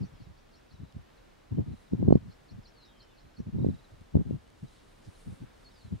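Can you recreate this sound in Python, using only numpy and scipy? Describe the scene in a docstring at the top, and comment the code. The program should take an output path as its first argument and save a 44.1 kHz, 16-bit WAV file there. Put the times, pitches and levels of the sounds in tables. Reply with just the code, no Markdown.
"""Wind and birds on open grassland

Light gusts carry eddies past the two ports of a camera microphone, buffeting them with low flaps.
Far off, small birds sing nearly pure tones: V-shaped chirps, short trills and long falling whistles.
Now and then dry grass blades rub together in a rustle, over the soft hush of air on the plain."""
import sys
import numpy as np
from scipy import signal
from scipy.fft import rfft, irfft
from scipy.io import wavfile
from scipy.ndimage import uniform_filter1d

SR = 44100
rng = np.random.default_rng(int(sys.argv[2]) if len(sys.argv) > 2 else 0)


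def master(y):
    """Save y as 16-bit WAV."""
    cut = np.clip(np.atleast_2d(y).T, -1, 1)
    pcm = np.round(cut * 32767)  # scale
    wavfile.write(sys.argv[1], SR, pcm.astype(np.int16))


N = 264600
T = np.arange(N) / SR


def wind(turn_rad=0.99, balance_db=0.64, low_cut_hz=70):
    """Two close ports become stereo: lifting their difference and turning its phase swells the wind."""
    # Stereo widening. Each row: frequency in Hz, lift of the ports' difference in dB.
    widening = [(25, -19), (60, -5.5), (125, -1), (250, 6.5), (500, 7), (1000, 1), (2000, 4)]
    ease = np.clip(np.minimum(T, T[-1] - T) / .005, 0, 1)
    pressure = (turbulence() + eddies()) * ease
    low_cut = signal.butter(2, low_cut_hz, "high", fs=SR, output="sos")
    left, right = signal.sosfilt(low_cut, pressure) * ease
    side = colour((left - right) / 2, widening)
    side = np.real(signal.hilbert(side) * np.exp(-1j * turn_rad))
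    balance = undb(np.array([[balance_db], [-balance_db]]) / 2)
    return stereo((left + right) / 2, side) * balance


def turbulence(trim_db=4.5, speed_share=.16, flap_db=1.95, flap_hz=90, strong_db=-31):
    """Air carries a frozen field of eddies past each port: faster air is louder and higher."""
    # Rumble of a strong gust. Each row: frequency in Hz, relative level in dB.
    spectrum = [(20, -7), (45, -21), (80, 6), (160, 5.5), (290, -4), (450, -19.5), (680, -32.5),
                (1100, -35), (2000, -76.5)]
    force_db = gust_db() + flap_db * walk(flap_hz)
    speed = undb(speed_share * (force_db - strong_db))
    travel = np.cumsum(speed) % N
    field = unit(colour(rng.standard_normal((2, N)), spectrum))
    ports = np.array([np.interp(travel, np.arange(N), air) for air in field])
    return undb(force_db + trim_db) * ports


def gust_db(attack_s=.007, release_s=.012, wake_db=-19, wake_s=.06, breeze_db=-73):
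    """Force of the wind: puffs rise, hold and die, leaving a wake of stirred air over a steady breeze."""
    # Puffs at the microphone. Each row: start in seconds, hold in seconds, force in dB.
    puffs = [(0, 0.043, -37.5), (0.128, 0.0201, -51), (0.204, 0.015474, -50), (0.271, 0.03958, -52),
             (0.718, 0.064, -57), (0.804, .042, -47), (0.948, 0.057, -51), (1.522, 0.02459, -37),
             (1.575, 0.046, -33), (1.668, .07, -40), (1.927, 0.02458, -33), (1.985, .185, -32),
             (2.212, 0.089, -48), (2.519, .075, -48), (3.24, 0.02014, -55), (3.394, .018, -40),
             (3.467, 0.0223, -39), (3.536, 0.0464, -36), (3.59, 0.11, -33), (3.72, 0.024, -42),
             (3.924, 0.0209, -51), (4.003, 0.01553, -54), (4.148, 0.065, -33), (4.259, 0.1, -38),
             (4.629, 0.015, -42.5), (5.07, 0.0216, -47.5), (5.271, 0.055, -42.5), (5.411, .028, -43),
             (5.853, 0.0207, -49), (5.918, 0.039, -40)]
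    power = undb(breeze_db) ** 2
    for start, hold, db in puffs:
        before, after = np.maximum(start - T, 0), np.maximum(T - start - hold, 0)
        puff = np.exp(-before / attack_s - after / release_s)
        wake = undb(wake_db) * np.exp(-before / attack_s - after / wake_s)
        power = power + (undb(db) * np.maximum(puff, wake)) ** 2
    return 10 * np.log10(power)


def eddies(trim_db=4.0, skirt=0.58):
    """Each strong eddy slaps one port with a swing between suction and push as it crosses."""
    # The strongest eddies. Each row: time in seconds, peak in dB before the trim, pitch in Hz,
    # port (1 left, -1 right).
    slaps = [(.835, -33, 119.9, 1), (.967, -31.5, 120, -1), (1.586, -23.5, 261, 1), (1.594, -23.5, 196, -1),
             (1.935, -15.5, 183, 1), (2.028, -20.5, 289.6, 1), (2.081, -18, 287.5, 1),
             (2.086, -11, 210, -1), (2.105, -23.5, 460, -1), (2.108, -11.5, 263, -1), (2.1261, -7, 340, -1),
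             (2.156, -10, 241.5, -1), (3.403, -28.5, 182, -1), (3.586, -31, 275, 1),
             (3.647, -19.5, 310, -1), (3.666, -16.5, 204, -1), (3.688, -19, 187, 1),
             (4.154, -19.5, 323.6, 1), (4.155, -11.5, 149.5, -1), (4.167, -14, 132, 1),
             (4.172, -20, 275, -1), (4.31, -24, 249, 1)]
    ports = np.zeros((2, N))
    for at, db, hz, port in slaps:
        near = slice(*np.searchsorted(T, [at - .03, at + .03]))
        phase = np.pi * hz * (T[near] - at)
        push_pull = phase / (1 + phase ** 2 / (2 * skirt)) ** (2 * skirt + 1)
        ports[int(port < 0), near] += undb(db + trim_db) * push_pull / push_pull.max()
    return ports


def birds(chirp_db=-4, trill_db=-2.5, whistle_db=-4.0):
    """Three kinds of song from different distances, over a faint twitter."""
    return (undb(chirp_db) * far_away(chirps(), scatter_db=1.5, t60=0.087)
            + undb(trill_db) * far_away(trills(), scatter_db=-17, t60=0.18)
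            + undb(whistle_db) * far_away(whistles(), scatter_db=-7.0, t60=0.13)
            + far_away(twitter(), scatter_db=-2.0, t60=0.87))


def chirps():
    """A bird repeats a chirp that dives in pitch and springs back up."""
    # The V shape. Each row: seconds from its lowest point, pitch in Hz, relative level in dB.
    shape = [(-.032, 5600, -13), (-.019, 4850, -14), (-.008, 4460, -7), (0, 4030, -1), (.007, 4270, -5.5),
             (.013, 5300, -4), (.021, 5850, -18), (.03, 5340, -8), (.036, 5100, -32)]
    # The chirps. Each row: time in seconds, relative level in dB, pitch ratio.
    notes = [(0.035, -61.5, 1.08), (.21, -66, 1.02), (0.376, -67.5, 1.1), (0.544, -61, 1.02),
             (.713, -65.5, 1.03), (1.918, -74.5, 1.3), (2.132, -69.5, 1.02), (2.314, -62.5, 1.0),
             (2.496, -62.5, 1), (2.661, -57.5, 1.01), (2.84, -60, 0.99), (3.009, -58, 0.99),
             (3.187, -63, 1), (3.372, -61.5, 1.06)]
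    return series(shape, notes, quaver_hz=70.3)


def trills(last_gap_s=.054, slowing=1.1, rise_db=0.5):
    """Falling pips, alone or in runs where each gap is longer than the last and each pip louder."""
    # One pip. Each row: seconds from its middle, pitch in Hz, relative level in dB.
    shape = [(-.014, 4000, -27), (-.005, 3983, 0), (.002, 3920, 1), (.01, 3680, -1), (.017, 3450, -23)]
    # The runs. Each row: last pip's time in seconds, pip count, relative level in dB, pitch ratio.
    runs = [(.755, 1, -66.5, 1.0), (.902, 3, -72.5, .99), (1.177, 1, -71.5, 1.03), (1.876, 5, -72.5, 1.02),
            (3.849, 7, -67, .99), (4.729, 2, -70, 1.02), (5.156, 1, -68, 1.03), (5.815, 3, -70, 0.99)]
    pips = []
    for last_s, count, db, ratio in runs:
        back = np.arange(round(count))  # counted from the last pip
        gaps = last_gap_s / slowing ** back
        pips += [(last_s - gaps[:k].sum(), db - rise_db * k, ratio) for k in back]
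    return series(shape, pips, quaver_hz=15)


def whistles():
    """A bird sings slurred, mostly falling whistles; a U-shaped note leads into the last."""
    # The lead-in note. Each row: time in seconds, pitch in Hz, relative level in dB.
    lead_note = [(5.641, 5420, -73), (5.652, 4410, -58), (5.662, 4350, -59.5), (5.686, 4266, -58),
                 (5.696, 5300, -68)]
    # The slurs. Each row: start and length in seconds, first and last pitch in Hz,
    # relative level in dB, quaver depth in Hz.
    slurs = [(.125, 0.078, 5850, 4650, -74, 30), (.228, .045, 4650, 3630, -72, 21),
             (1.53, 0.1, 3020, 3060, -77, 17), (2.727, .195, 4920, 3620, -64, 125),
             (2.875, 0.23, 3350, 3050, -68.5, 46), (3.08, 0.073, 3020, 2780, -72, 30),
             (3.075, .065, 3620, 3490, -71, 16.5), (5.71, 0.19, 5600, 3870, -65.5, 89)]
    lead = bird_note(*np.transpose(lead_note), quaver_hz=np.full(len(lead_note), 20))
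    return lead + sum(slur(*row) for row in slurs)


def slur(start, length, first_hz, last_hz, db, quaver_hz, bend=1.5, ends_db=-8, waver=0.0072):
    """A wavering whistle glides fast, then levels out; it swells and quavers most in the middle."""
    progress = np.linspace(0, 1, 21)
    stray, flicker = rng.standard_normal((2, len(progress)))
    glide = np.expm1(-bend * progress) / np.expm1(-bend)
    hz = (first_hz + (last_hz - first_hz) * glide) * (1 + waver * stray)
    edge = (2 * progress - 1) ** 2
    level_db = db + ends_db * edge - 0.8 * flicker
    return bird_note(start + length * progress, hz, level_db, quaver_hz * (1 - edge / 2))


def twitter(count=40, level_db=-82, spread_db=3, low_hz=2400, high_hz=4100, longest_s=0.083, slide=0.13):
    """The farthest birds: stray short slurs that barely rise out of the hush."""
    out = np.zeros(N)
    for when, length, pitch, glide, loud in rng.random((count, 5)):
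        times = when * T[-1] + longest_s * (1 + length) / 2 * np.array([0, .5, 1])
        centre_hz = low_hz + pitch * (high_hz - low_hz)
        hz = centre_hz * (1 + slide * (glide - .5) * np.array([-1, 0, 1]))
        db = level_db + spread_db * loud + np.array([-10, 0, -10])
        out += bird_note(times, hz, db, quaver_hz=hz * 0.012)
    return out


def series(shape, notes, quaver_hz, pitch_scatter=.015):
    """A bird repeats one note shape at varying level and pitch, never quite the same twice."""
    times, hz, db = np.transpose(shape)
    strays = 1 + pitch_scatter * rng.standard_normal((len(notes), len(times)))
    return sum(bird_note(at + times, hz * ratio * stray, db + level_db, np.full(len(times), quaver_hz))
               for (at, level_db, ratio), stray in zip(notes, strays))


def bird_note(times, hz, db, quaver_hz, quaver_rate_hz=128, fade_s=.003):
    """A nearly pure tone follows a pitch and level contour, with a fast quaver quaver_hz deep."""
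    out = np.zeros(N)
    on = (T > times[0]) & (T < times[-1])
    t = T[on]
    quaver = np.sin(2 * np.pi * (quaver_rate_hz * t + rng.random()))
    pitch = np.interp(t, times, hz) + np.interp(t, times, quaver_hz) * quaver
    tone = np.sqrt(2) * np.sin(2 * np.pi * np.cumsum(pitch) / SR)
    fade = np.clip(np.minimum(t - times[0], times[-1] - t) / fade_s, 0, 1)
    out[on] = fade * undb(np.interp(t, times, db)) * tone
    return out


def far_away(song, scatter_db, t60, width=.35):
    """Moving air makes a far call flicker; grass and bushes scatter a short tail after it."""
    song = song * undb(1.2 * walk(70))
    t = T[:SR // 2]
    envelope = np.exp(-np.log(1000) * t / t60) * (1 - np.exp(-t / 0.0027))
    tail = rng.standard_normal((2, len(t))) * envelope
    tail /= np.sqrt(np.sum(tail ** 2, axis=1, keepdims=True))
    mid, side = signal.fftconvolve(song[None], tail, axes=1)[:, :N] * undb(scatter_db)
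    return stereo(song + mid, width * side)


def grass(grain_db=3, flutter_db=1.7, width=0.34):
    """Dry blades rub in countless tiny ticks, stalks snap and brush, and distant air swells once."""
    # Colour of the blades. Each row: frequency in Hz, relative level in dB.
    spectrum = [(1500, -13), (3500, -3.5), (6000, -9), (7800, -8.5), (9000, -9), (10500, -14),
                (11500, -18.5), (15500, -34)]
    # Swells of rustling. Each row: peak time and half length in seconds, level in dB,
    # thin sizzle in dB relative to the blades.
    rustles = [(0.607, 0.13, -86, -12), (1.784, 0.094, -79.5, -4), (2.354, 0.18, -82.5, -15),
               (3.748, 0.13, -77.5, -20), (4.3, 0.24, -78, -17), (4.813, 0.11, -72, -10.5),
               (5.196, 0.15, -74.5, 0), (5.849, 0.41, -75.5, -18)]
    # Stalk snaps and brushes, and a soft mid-pitched swell of distant air at 1.137 s.
    # Each row: time in seconds, level in dB, half length in seconds, centre in Hz.
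    accents = [(0.925, -58.5, 0.0013, 3520), (1.137, -74, 0.12, 1570), (4.685, -71, 0.0022, 5007),
               (4.791, -73.5, 0.026, 3600), (5.056, -70.5, 0.019, 4700), (5.182, -79, 0.0123, 6600),
               (5.48, -72, .035, 1800)]
    ticks = rng.standard_normal((2, N)) * undb(grain_db * rng.exponential(size=N))
    blades = unit(colour(ticks, spectrum))
    sizzle = band(rng.standard_normal((2, N)), hz=9250, q=3.5)
    out = sum(undb(db) * swell(at, half_s) * (blades + undb(sizzle_db) * sizzle)
              for at, half_s, db, sizzle_db in rustles)
    out *= undb(flutter_db * walk(22.94))
    for at, db, half_s, hz in accents:
        out += undb(db) * band(ticks, hz, q=1.1) * swell(at, half_s)
    return stereo(out[0], width * out[1])


def hush(level_db=-58, swell_db=0.6):
    """Distant air over the plain, smooth and slowly swelling."""
    # Colour of the hush. Each row: frequency in Hz, relative level in dB.
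    spectrum = [(15, -34), (25, 13), (96, 0.5), (136, 0), (209, -2.5), (281, -3), (331, -5), (567, -7),
                (666, -8.5), (1050, -10.5), (1570, -12), (2560, -16.5), (4040, -19), (5010, -22.5),
                (15500, -37.5)]
    # Its width. Each row: frequency in Hz, side level relative to mid in dB.
    width = [(60, -12.5), (110, -14.5), (200, 1), (380, 4), (700, 3), (1290, -1), (2380, -3.5), (4400, -4),
             (8120, -2.5), (15000, 1)]
    mid, side = colour(rng.standard_normal((2, N)), spectrum)
    air = unit(stereo(mid, colour(side, width)))
    return air * undb(level_db + swell_db * walk(4.5))


def undb(db):
    """Decibels to gain."""
    return 10 ** (np.asarray(db) / 20)


def unit(x):
    """Scale to rms 1."""
    return x / np.sqrt(np.mean(x ** 2))


def colour(x, points):
    """Equalise a sound with a curve of (Hz, dB) points, joined on a log-frequency axis."""
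    hz, db = np.transpose(points)
    bins_hz = np.maximum(np.arange(N // 2 + 1) * SR / N, 1)
    gain = undb(np.interp(np.log(bins_hz), np.log(hz), db))
    return irfft(rfft(x) * gain, N)


def band(x, hz, q):
    """Two passes through a two-pole band-pass, scaled to rms 1."""
    b, a = signal.iirpeak(hz, q, fs=SR)
    return unit(signal.lfilter(b, a, signal.lfilter(b, a, x)))


def walk(rate_hz):
    """Smooth random wander with spread 1, changing about rate_hz times a second."""
    step = int(SR / rate_hz)
    held = np.repeat(rng.standard_normal(N // step + 1), step)
    return unit(uniform_filter1d(uniform_filter1d(held, step), step)[:N])


def swell(at, half_s):
    """A bell-shaped rise and fall around a moment."""
    return np.exp(-.5 * ((T - at) / half_s) ** 2)


def stereo(mid, side):
    """Left and right from their sum and difference parts."""
    return np.array([mid + side, mid - side])


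def scene():
    """Wind on the microphone, in front of the plain and its birds."""
    return wind() + hush() + grass() + birds()


def record(dry, top_hz=15750):
    """The camera cuts the highest treble steeply."""
    return signal.sosfilt(signal.ellip(10, .2, 70, top_hz, fs=SR, output="sos"), dry)


dry = scene()
out = record(dry)
master(out)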